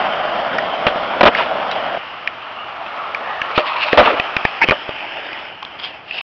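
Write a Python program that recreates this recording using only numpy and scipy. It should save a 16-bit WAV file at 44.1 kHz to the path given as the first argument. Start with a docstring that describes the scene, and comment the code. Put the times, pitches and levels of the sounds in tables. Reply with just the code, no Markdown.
"""A skateboard rolls over gritty concrete, heard from a hand-held camera that clicks and rubs in the hand.
At 0.9 s the tail pops for a flip trick, shoes scuff the grip tape, and at 1.2 s the deck slams down.
This run breaks off at 2 s. In a second run the skater comes closer, pops at 3.6 s, flips with whirring
wheels, lands close by at 4 s with a chirp of urethane and rolls away until the sound stops at 6.2 s.
Every hard blow overloads the camera's dull microphone."""
import sys
import numpy as np
from scipy import signal
from scipy.fft import rfft, irfft, next_fast_len
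from scipy.io import wavfile
from scipy.ndimage import uniform_filter1d, map_coordinates

SR = 44100
rng = np.random.default_rng(int(sys.argv[2]) if len(sys.argv) > 2 else 0)


def int16_out(signal):
    """Quantize to a 16-bit WAV file."""
    q = np.round(np.clip(np.atleast_2d(signal).T, -1, 1) * 32767)
    wavfile.write(sys.argv[1], SR, q.astype(np.int16))


N = 278168
TIME = np.arange(N) / SR
SECOND_RUN_S, END_S = 1.981, 6.213
TAKEOFF_S, TOUCHDOWN_S = 3.58, 3.974  # the second flip

# open-air bed: (frequency [Hz], level [dB])
AIR_EQ = [(30, -26), (70, -4.5), (140, -3.5), (300, -3.5), (1000, -2.5), (5000, -20.5)]
# the microphone's dull top end: (frequency [Hz], gain [dB])
MIC_EQ = [(3000, 0), (4000, -4), (5200, -8), (6000, -20), (7000, -38), (7600, -55), (10500, -49),
          (11500, -60)]
# clicks of the camera's casing: (time [s], level [dB], ring [Hz], relative low push [dB])
CASING_CLICKS = [(0.5846, 0.5, 1880, -34), (1.3496, 1, 2170, -40), (1.714, -3.5, 3900, -35),
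                 (2.2747, -0.5, 2424, -22), (2.863, -14.5, 2600, -10), (3.1471, -4.5, 2320, -23),
                 (3.4166, 0.5, 2240, -17.5), (4.1981, 5.5, 2535, -8), (4.366, 5.5, 2450, 0),
                 (4.451, 7, 2340, 4), (4.679, -6.5, 2620, -25), (4.6867, 5, 2440, 10),
                 (4.6946, 5, 2430, -1), (4.709, 9.5, 2420, 6), (5.331, -10.5, 2540, -13),
                 (5.6257, -17.5, 1080, -15), (5.6282, -12.5, 3200, -24), (5.65, -12.5, 3490, -13),
                 (5.679, -28.5, 1980, -15), (6.11, -11, 2530, -18)]
# skin on the casing: (frequency [Hz], level [dB])
FINGER_EQ = [(40, -35), (300, -16.5), (800, -4.5), (1200, -10), (2000, -8), (3000, -0.5), (4000, -12),
             (5000, -7), (7000, -42)]
# finger strokes on the camera: (peak time [s], level [dB], ring [Hz], swell time [s])
FINGER_STROKES = [(5.797, -27, 3160, 0.0062), (5.845, -26, 3230, 0.025), (6.13, -31.5, 2670, 0.054),
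                  (6.192, -23, 2725, 0.031)]
# soles on grip tape: (frequency [Hz], level [dB])
GRIP_EQ = [(60, -36), (300, -17.5), (1200, -8.5), (2500, 2.5), (3100, 0.5), (3700, -2), (4600, -7),
           (7000, -19)]
# shoes flicking, catching and settling, and at 1.7 s a long ringing ping of the camera's casing: (peak time
# [s], level [dB], ring [Hz], swell time [s])
SHOE_STROKES = [(0.882, -22.5, 3240, 0.011), (1.385, -23, 2870, 0.034), (1.716, -21, 3920, 0.006),
                (3.569, -20.5, 2520, 0.014), (3.592, -25, 2600, 0.028), (3.682, -25.5, 1876, 0.028),
                (3.76, -33.5, 2700, 0.07), (3.772, -24.5, 2320, 0.0082), (3.836, -21.5, 2620, 0.024),
                (3.88, -30, 3760, 0.01), (3.925, -23.5, 2600, 0.019), (4.055, -20, 2670, 0.03)]
# passing tones of wheels and trucks: (peak time [s], level [dB], pitch [Hz], swell and fade time [s])
TRUCK_TONES = [(2.613, -35, 2850, 0.055), (2.821, -29, 810, 0.039), (3.032, -28, 1240, 0.06),
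               (3.268, -37.5, 690, 0.046), (3.33, -31.5, 1800, 0.11), (3.703, -21, 1090, 0.02),
               (4.01, -14, 400, 0.02), (4.14, -24.5, 430, 0.035), (4.16, -24, 1124, 0.017),
               (4.641, -21, 350, 0.013), (4.642, -20.5, 684, 0.01)]
# tones of the board in the air, bearings whirring and the deck ringing at 626 Hz: (pitch [Hz], wander scale
# [Hz], level [dB])
AIRBORNE_TONES = [(626, 15, 0), (968, 58, 1.5), (1140, 67, 4.5), (1296, 48, -6.5), (1840, 35, -11),
                  (2600, 60, -6), (3170, 100, -10.5)]
# the roll when followed, coming closer and going away: (frequency [Hz], level [dB])
FOLLOW_EQ = [(40, -28.5), (120, -24), (200, -13.5), (380, -14.5), (510, -9), (600, 0), (760, 0), (880, -7),
             (1350, -7.5), (1650, -12.5), (2500, -16.5), (3200, -13.5), (3900, -27), (4900, -26),
             (7000, -31)]
TOWARD_EQ = [(40, -36), (140, -24), (420, -14), (700, -1), (850, -2), (950, -4), (1250, 1.5), (1600, -9),
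             (2000, -10), (2900, -11), (4000, -20.5), (5100, -24.5), (7000, -20.5)]
AWAY_EQ = [(40, -24.5), (200, -24), (300, -5), (480, -8), (620, 2.5), (850, 4.5), (1100, -5), (1500, 1),
           (2100, -1.5), (2550, 3), (3100, 2.5), (3900, -17.5), (4400, -14.5), (5100, -9), (7000, -24.5)]
# the departing roll sinks unevenly as the board slows: (time [s], gain [dB])
SLOWING_FADER = [(4.75, 1), (5.2, 2.5), (5.43, 2.5), (5.57, -5.5), (5.7, -1.5), (5.77, -3.5), (5.82, -1),
                 (5.95, -2.5), (6.05, -9.5)]
# urethane skids: (peak time [s], level [dB], pitch at the peak [Hz], fade time [s], sag [octaves/s])
SKID_CHIRPS = [(1.41, -7, 980, 0.004, 11), (4.077, -7, 1228, 0.0043, 6), (4.62, -5.5, 926, 0.009, 4)]
# modes of the tail: (pitch [Hz], level [dB], t60 [s])
TAIL_MODES = [(356, -17, 0.16), (473, -1.5, 0.045), (611, -2.5, 0.13), (1261, 0, 0.04), (1930, -3.5, 0.018),
              (2450, -10.5, 0.055)]
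# modes of the maple deck and its trucks: (pitch [Hz], width [Hz], level [dB])
DECK_MODES = [(70, 33, -21.5), (196, 50, -18.5), (259, 53, -10.5), (352, 49, -11.5), (453.3, 66, -5),
              (541.3, 41, -1), (597.8, 41, 0.5), (712.5, 67, -0.5), (860, 160, -4), (1040, 160, -7),
              (1187, 59, -4), (1365, 180, -7.5), (1785, 82, -10.5), (2460, 170, -17.5)]
# the bright crack on top of a blow: (frequency [Hz], level [dB])
CRACK_EQ = [(100, -29), (700, -4), (1400, 1.5), (2600, -1), (3600, -3), (5000, -28), (7000, -11.5)]
# the tail slap that starts each flip: (time [s], level [dB], relative crack [dB], chatter hold [s],
# t60 [s], low push [dB], tail ring [dB], tail sustain [factor])
TAIL_POPS = [(0.8668, -6.5, 2.5, 0.0045, 0.025, -17, -9, 0.7), (3.578, -4, 1, 0.0023, 0.05, -32, -7, 1.42)]
# catches, bounces and bumps:
# (time [s], level [dB], relative crack [dB], relative ring [dB], hardness [dB/octave], t60 [s])
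DECK_KNOCKS = [(0.8829, -12.5, -4, -16, 5, 0.044), (0.9105, -15, -15, -15, -1.5, 0.023),
               (0.9585, -10, -11, -14.5, -0.5, 0.018), (3.208, -28.5, -24, -16, -8, 0.04),
               (3.9298, -1, 2.5, -16.5, -6.5, 0.027), (3.943, -16.5, -12.5, -11.5, -4, 0.13),
               (4.027, -7, -15, -13, -2, 0.025), (4.0603, -8.5, 0.5, -18.5, 3.5, 0.04),
               (4.0745, -7, -12.5, -18, 0, 0.083), (4.102, -11.5, -10.5, -15, 4.5, 0.068),
               (4.142, -16.5, -13.5, -14.5, -2, 0.04), (4.172, -17.5, -4, -15, 6, 0.06),
               (4.719, -2.5, -5.5, -13, 0.5, 0.043), (4.892, -12.5, -3, -21.5, -4.5, 0.019),
               (5.178, -28, -20, -15, -4, 0.04)]
# landings under the rider's weight: (time [s], level [dB], chatter hold [s], t60 [s], hardness [dB/octave])
DECK_SLAMS = [(1.209, 4, 0.005, 0.018, 0.5), (1.231, 2.5, 0.0068, 0.036, -2), (1.254, 0, 0.028, 0.044, -2),
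              (3.9742, 2.5, 0.012, 0.072, -1), (3.988, 1, 0.014, 0.1, 0.5)]
# the trucks rebound and chatter after a landing: (peak time [s], level [dB])
TRUCK_REBOUNDS = [(1.394, -15.5), (4.07, -15)]


def amp(db):
    """Decibels to gain."""
    return 10 ** (np.asarray(db) / 20)


def unit(x):
    """Scale to rms 1."""
    return x / np.sqrt(np.mean(x ** 2) + 1e-20)


def eq(points):
    """EQ curve: gain against frequency, through (frequency [Hz], level [dB]) points on a log axis."""
    f, db = np.transpose(points)
    return lambda hz: amp(np.interp(np.log(hz + 1), np.log(f + 1), db))


def filtered(x, response):
    """Run x through an EQ curve."""
    size = next_fast_len(N + 8192)
    return irfft(rfft(x, size) * response(np.fft.rfftfreq(size, 1 / SR)), size)[:N]


def wobble(rate):
    """Smooth random modulation, rate knots a second."""
    coarse = TIME[::16]
    knots = rng.standard_normal(int(N * rate / SR) + 4)
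    return np.interp(TIME, coarse, map_coordinates(knots, [coarse * rate]))


def ramp(start, length):
    """Linear fade from 0 to 1 over length seconds."""
    return np.clip((TIME - start) / length, 0, 1)


def swell(s, rise, fall):
    """Envelope that swells to its peak at time s and dies away."""
    gain = np.zeros(N)
    near = (TIME > s - 10 * rise) & (TIME < s + 20 * fall)
    t = TIME[near] - s
    gain[near] = np.exp(-np.where(t < 0, (t / rise) ** 2, t / fall))
    return gain


def add(track, s, sound):
    """Mix a sound into the track at time s."""
    part = track[round(s * SR):]
    part[:len(sound)] += sound[:len(part)]


def grains(rate):
    """Scattered ticks, on average rate a second."""
    return rng.standard_normal(N) * (rng.random(N) < rate / SR)


def patchy(x, depth_db):
    """Passing resonances: patches a few hundred Hz wide swell and fade."""
    spectra = signal.stft(x, nperseg=512)[2]
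    patches = uniform_filter1d(rng.standard_normal(spectra.shape), size=4, axis=0)
    patches = uniform_filter1d(patches, size=16, axis=1)
    return signal.istft(spectra * amp(depth_db * unit(patches)), nperseg=512)[1][:N]


def friction(spectrum, grit_rate, grit_db, flutter_db, patchy_db):
    """Rough surfaces in contact: a fine rush and single grains shake one body; rms 1."""
    grit = amp(grit_db) * unit(grains(grit_rate))
    force = (rng.standard_normal(N) + grit) * amp(flutter_db * wobble(55))
    return unit(filtered(patchy(force, patchy_db), eq(spectrum)))


def rasp(strokes, rush, slip_rate, ring_db, width_hz):
    """Rubbing strokes: a gritty rush, and tiny slips that ring one resonance per stroke."""
    out = np.zeros(N)
    slips = grains(slip_rate)
    for s, db, hz, rise in strokes:
        ring = unit(signal.lfilter(*signal.iirpeak(hz, hz / width_hz, fs=SR), slips))
        out += amp(db) * swell(s, rise, fall=1.6 * rise) * (rush + amp(ring_db) * ring)
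    return out


def open_air():
    """A steady bed of low rumble and hiss."""
    return amp(-43) * unit(filtered(rng.standard_normal(N), eq(AIR_EQ)))


def wall_reverb(x, t60):
    """Diffuse answer of the surrounding walls."""
    t = np.arange(SR // 2) / SR
    tail = rng.standard_normal(len(t)) * amp(-60 * t / t60) * (1 - np.exp(-t / 0.0049))
    return signal.fftconvolve(x, tail / np.linalg.norm(tail))[:N]


def casing_creak(start_s=4.6153, count=9, gap_s=0.0034, db=-0.5, hz=2060, rise_hz_per_s=16000):
    """The casing creaks in a quick rising run of slips, given as rows like CASING_CLICKS."""
    delays = gap_s * (np.arange(count) + rng.uniform(0, 0.24, count))
    return [(start_s + delay, db, hz + rise_hz_per_s * delay, -23) for delay in delays]


def casing_clicks(t60_cycles=34.4, body_t60=0.02, snap_t60=0.012):
    """Plastic snaps beside the microphone; hard snaps also knock the housing and push the membrane."""
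    out = np.zeros(N)
    t = np.arange(SR // 20) / SR
    treble = signal.butter(4, 4700, "high", fs=SR, output="sos")
    housing = signal.butter(2, [450, 1500], "band", fs=SR, output="sos")
    noise = lambda band: signal.sosfilt(band, rng.standard_normal(len(t)))
    for s, db, hz, push_db in CASING_CLICKS + casing_creak():
        ring_band = signal.butter(3, [0.74 * hz, 1.16 * hz], "band", fs=SR, output="sos")
        ring = np.sin(2 * np.pi * hz * t) + amp(-6.5) * np.sin(2 * np.pi * 0.774 * hz * t)
        rattle = amp(-4) * unit(noise(ring_band))
        envelope = amp(-60 * t * hz / t60_cycles) * (1 - np.exp(-t / 0.00049))
        push = amp(push_db + 2) * np.exp(-((t - 0.0012) / 0.00014) ** 2)
        body = amp(-12 + min(push_db, 0) - 60 * t / body_t60) * unit(noise(housing))
        snap = amp(-5 - 60 * t / snap_t60) * noise(treble)
        add(out, s, amp(db) * ((ring + rattle) * envelope + body + snap - push))
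    return out


def finger_rubs():
    """Fingers drag and slip on the camera's casing."""
    skin = friction(FINGER_EQ, grit_rate=1500, grit_db=0, flutter_db=2.5, patchy_db=2.5)
    return rasp(FINGER_STROKES, skin, slip_rate=950, ring_db=-2, width_hz=160)


def shoe_scuffs():
    """Soles scrape over the coarse grip tape; the same gritty rasp also carries the casing's long ping at 1.7
    s."""
    grip = friction(GRIP_EQ, grit_rate=380, grit_db=-2, flutter_db=2.5, patchy_db=2)
    return rasp(SHOE_STROKES, grip, slip_rate=700, ring_db=-4, width_hz=130)


def singing_trucks(width_hz=170):
    """Resonances of wheels and trucks come and go as the load shifts, each a narrow rough band."""
    out = np.zeros(N)
    flutter = unit(wobble(2 * width_hz)) + 1j * unit(wobble(2 * width_hz))
    drift = np.angle(flutter)
    for s, db, hz, length in TRUCK_TONES:
        near = np.abs(TIME - s) < 10 * length
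        tone = np.sin(2 * np.pi * hz * TIME[near] + drift[near])
        out[near] += amp(db) * swell(s, length, length)[near] * tone
    return out * np.abs(flutter)


def airborne(attack_s=0.061, release_s=0.067):
    """Soft gate, open while the board is in the air on the second flip."""
    return ramp(TAKEOFF_S, attack_s) * (1 - ramp(TOUCHDOWN_S - release_s, release_s))


def airborne_board():
    """During the second flip the unloaded bearings whirr and the deck rings at 626 Hz, in narrow, wandering
    bands."""
    whirr = np.zeros(N)
    for hz, wander_hz, db in AIRBORNE_TONES:
        pitch = hz + wander_hz * (0.77 * wobble(25) + 1.5 * wobble(400))
        gain = amp(db + 4.4 * wobble(22.286) + 3.8 * wobble(200))
        whirr += gain * np.sin(2 * np.pi * np.cumsum(pitch) / SR)
    return amp(-25.5) * airborne() * unit(whirr)


def first_roll(fade_db_per_s=0.96):
    """Hard wheels on gritty concrete, followed by the camera as the board slowly loses speed."""
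    roll = friction(FOLLOW_EQ, grit_rate=900, grit_db=-6.5, flutter_db=0.8, patchy_db=1.5)
    return amp(-19 - fade_db_per_s * TIME) * roll


def second_roll(pass_s=3.846, nearest_m=1.02, speed_m_per_s=1.696):
    """Wheels on concrete in a pass-by: louder as they near, thinner once heard from behind."""
    toward = friction(TOWARD_EQ, grit_rate=1200, grit_db=-8.5, flutter_db=0.93, patchy_db=1)
    away = friction(AWAY_EQ, grit_rate=690, grit_db=-5.5, flutter_db=0.6, patchy_db=2.3)
    distance = np.hypot(nearest_m, speed_m_per_s * (TIME - pass_s))
    # the roll ducks during the flip, then surges as the rider's weight presses the wheels down
    pressed = (TIME > TOUCHDOWN_S) * np.exp(-np.abs(TIME - TOUCHDOWN_S) / 0.11)
    gain = amp(-22 + 8.5 * pressed - 3 * airborne()) * nearest_m / distance
    behind = 0.93 * ramp(start=4.12, length=0.73)
    slowing = amp(np.interp(TIME, *np.transpose(SLOWING_FADER)))
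    crossfade = np.sqrt(1 - behind) * toward + np.sqrt(behind) * slowing * away
    distant = amp(-32.5 - 14 * (TIME - SECOND_RUN_S)) * away  # the run opens on a thin, fading roll
    return gain * crossfade + distant


def wheel_chirps():
    """A wheel skids sideways and squeals briefly; its pitch sags as it finds grip."""
    out = np.zeros(N)
    for s, db, hz, fall, sag in SKID_CHIRPS:
        octaves = np.clip(sag * (s - TIME), -1, 1) + 0.046 * wobble(350)
        squeal = np.sin(2 * np.pi * np.cumsum(hz * 2 ** octaves) / SR)
        out += amp(db) * swell(s, rise=0.0036, fall=fall) * squeal
    return out


def tail_ring():
    """The tail rings after it hits the concrete, longer when the foot comes off early."""
    out = np.zeros(N)
    t = np.arange(SR // 3) / SR
    for s, *_, ring_db, sustain in TAIL_POPS:
        for hz, mode_db, t60 in TAIL_MODES:
            add(out, s, amp(ring_db + mode_db - 60 * t / (t60 * sustain)) * np.sin(2 * np.pi * hz * t))
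    return out


def chatter(size, hardness_db):
    """Deck and trucks shaken at random, rms 1; hard contact favours the high modes, soft the low."""
    f = np.fft.rfftfreq(size, 1 / SR)
    response = 0
    for k, (hz, width, db) in enumerate(DECK_MODES):
        tilt_db = hardness_db * np.clip(np.log2(hz / 700), -1, 2)
        resonance = 1j * f * width / (hz * hz - f * f + 1j * f * width)
        response += (-1) ** k * amp(db + tilt_db) * resonance
    return unit(irfft(rfft(rng.standard_normal(size)) * response, size))


def blows(slam_crack_db=-3.5, slam_ring_db=-21.5, pop_ring_db=-16.5, pop_hardness_db=-3):
    """One cue list of knocks, slams and pops for the deck to play."""
    push = lambda db, crack_db: -16.5 + 2 * (db + crack_db)
    for s, db, crack_db, ring_db, hardness_db, t60 in DECK_KNOCKS:
        yield s, db, crack_db, 0, t60, ring_db, hardness_db, push(db, crack_db)
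    for s, db, hold, t60, hardness_db in DECK_SLAMS:
        yield s, db, slam_crack_db, hold, t60, slam_ring_db, hardness_db, push(db, slam_crack_db)
    for s, db, crack_db, hold, t60, push_db, *_ in TAIL_POPS:
        yield s, db, crack_db, hold, t60, pop_ring_db, pop_hardness_db, push_db


def deck_hits(push_peak_s=0.00048):
    """Each blow sets deck and trucks chattering, with a short crack on top; the wood rings on."""
    rebound = sum(amp(db) * swell(s, rise=0.02, fall=0.047) for s, db in TRUCK_REBOUNDS)
    wood = rebound * chatter(next_fast_len(N), hardness_db=2.5)[:N]
    crack_power = (amp(-3) * rebound) ** 2
    t = np.arange(SR // 3) / SR
    push = t / push_peak_s * np.exp(1 - t / push_peak_s)  # a sharp slap also shoves the air
    for s, db, crack_db, hold, t60, ring_db, hardness_db, push_db in blows():
        decay_db = 60 * np.maximum(t - hold, 0) / t60
        add(wood, s, amp(db - decay_db) * chatter(len(t), hardness_db))
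        add(crack_power, s, amp(db + crack_db - decay_db / 0.69) ** 2)
        add(wood, s, amp(push_db) * push)
        for hz, width, mode_db in DECK_MODES:
            ring = np.exp(-1.3 * width * t) * np.sin(2 * np.pi * (hz * t + rng.random()))
            add(wood, s, amp(db + ring_db + 2 * mode_db) * ring)
    crack = unit(filtered(rng.standard_normal(N), eq(CRACK_EQ)))
    return wood + np.sqrt(crack_power) * crack


def scene():
    """Mono mix: hits with a touch of reverb, the roll, scuffs, handling noise and open air."""
    hits = deck_hits() + tail_ring() + wheel_chirps()
    roll = np.where(TIME < SECOND_RUN_S, first_roll(), second_roll())
    wheels = roll + airborne_board() + singing_trucks()
    reverb = amp(-33) * wall_reverb(hits, t60=0.065)
    return (hits + reverb + wheels + shoe_scuffs() + finger_rubs() + casing_clicks() + open_air())[None]


def record(dry):
    """Lopsided saturation adds a thud to hard blows; the treble is cut, and the camera stops."""
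    ceiling = np.where(dry[0] > 0, 0.74, 0.8)
    saturated = dry[0] / (1 + np.abs(dry[0] / ceiling) ** 4) ** (1 / 4)
    running = TIME < END_S
    return filtered(saturated * running, lambda hz: eq(MIC_EQ)(hz) * (hz < 11500))[None]


dry = scene()
out = record(dry)
int16_out(out)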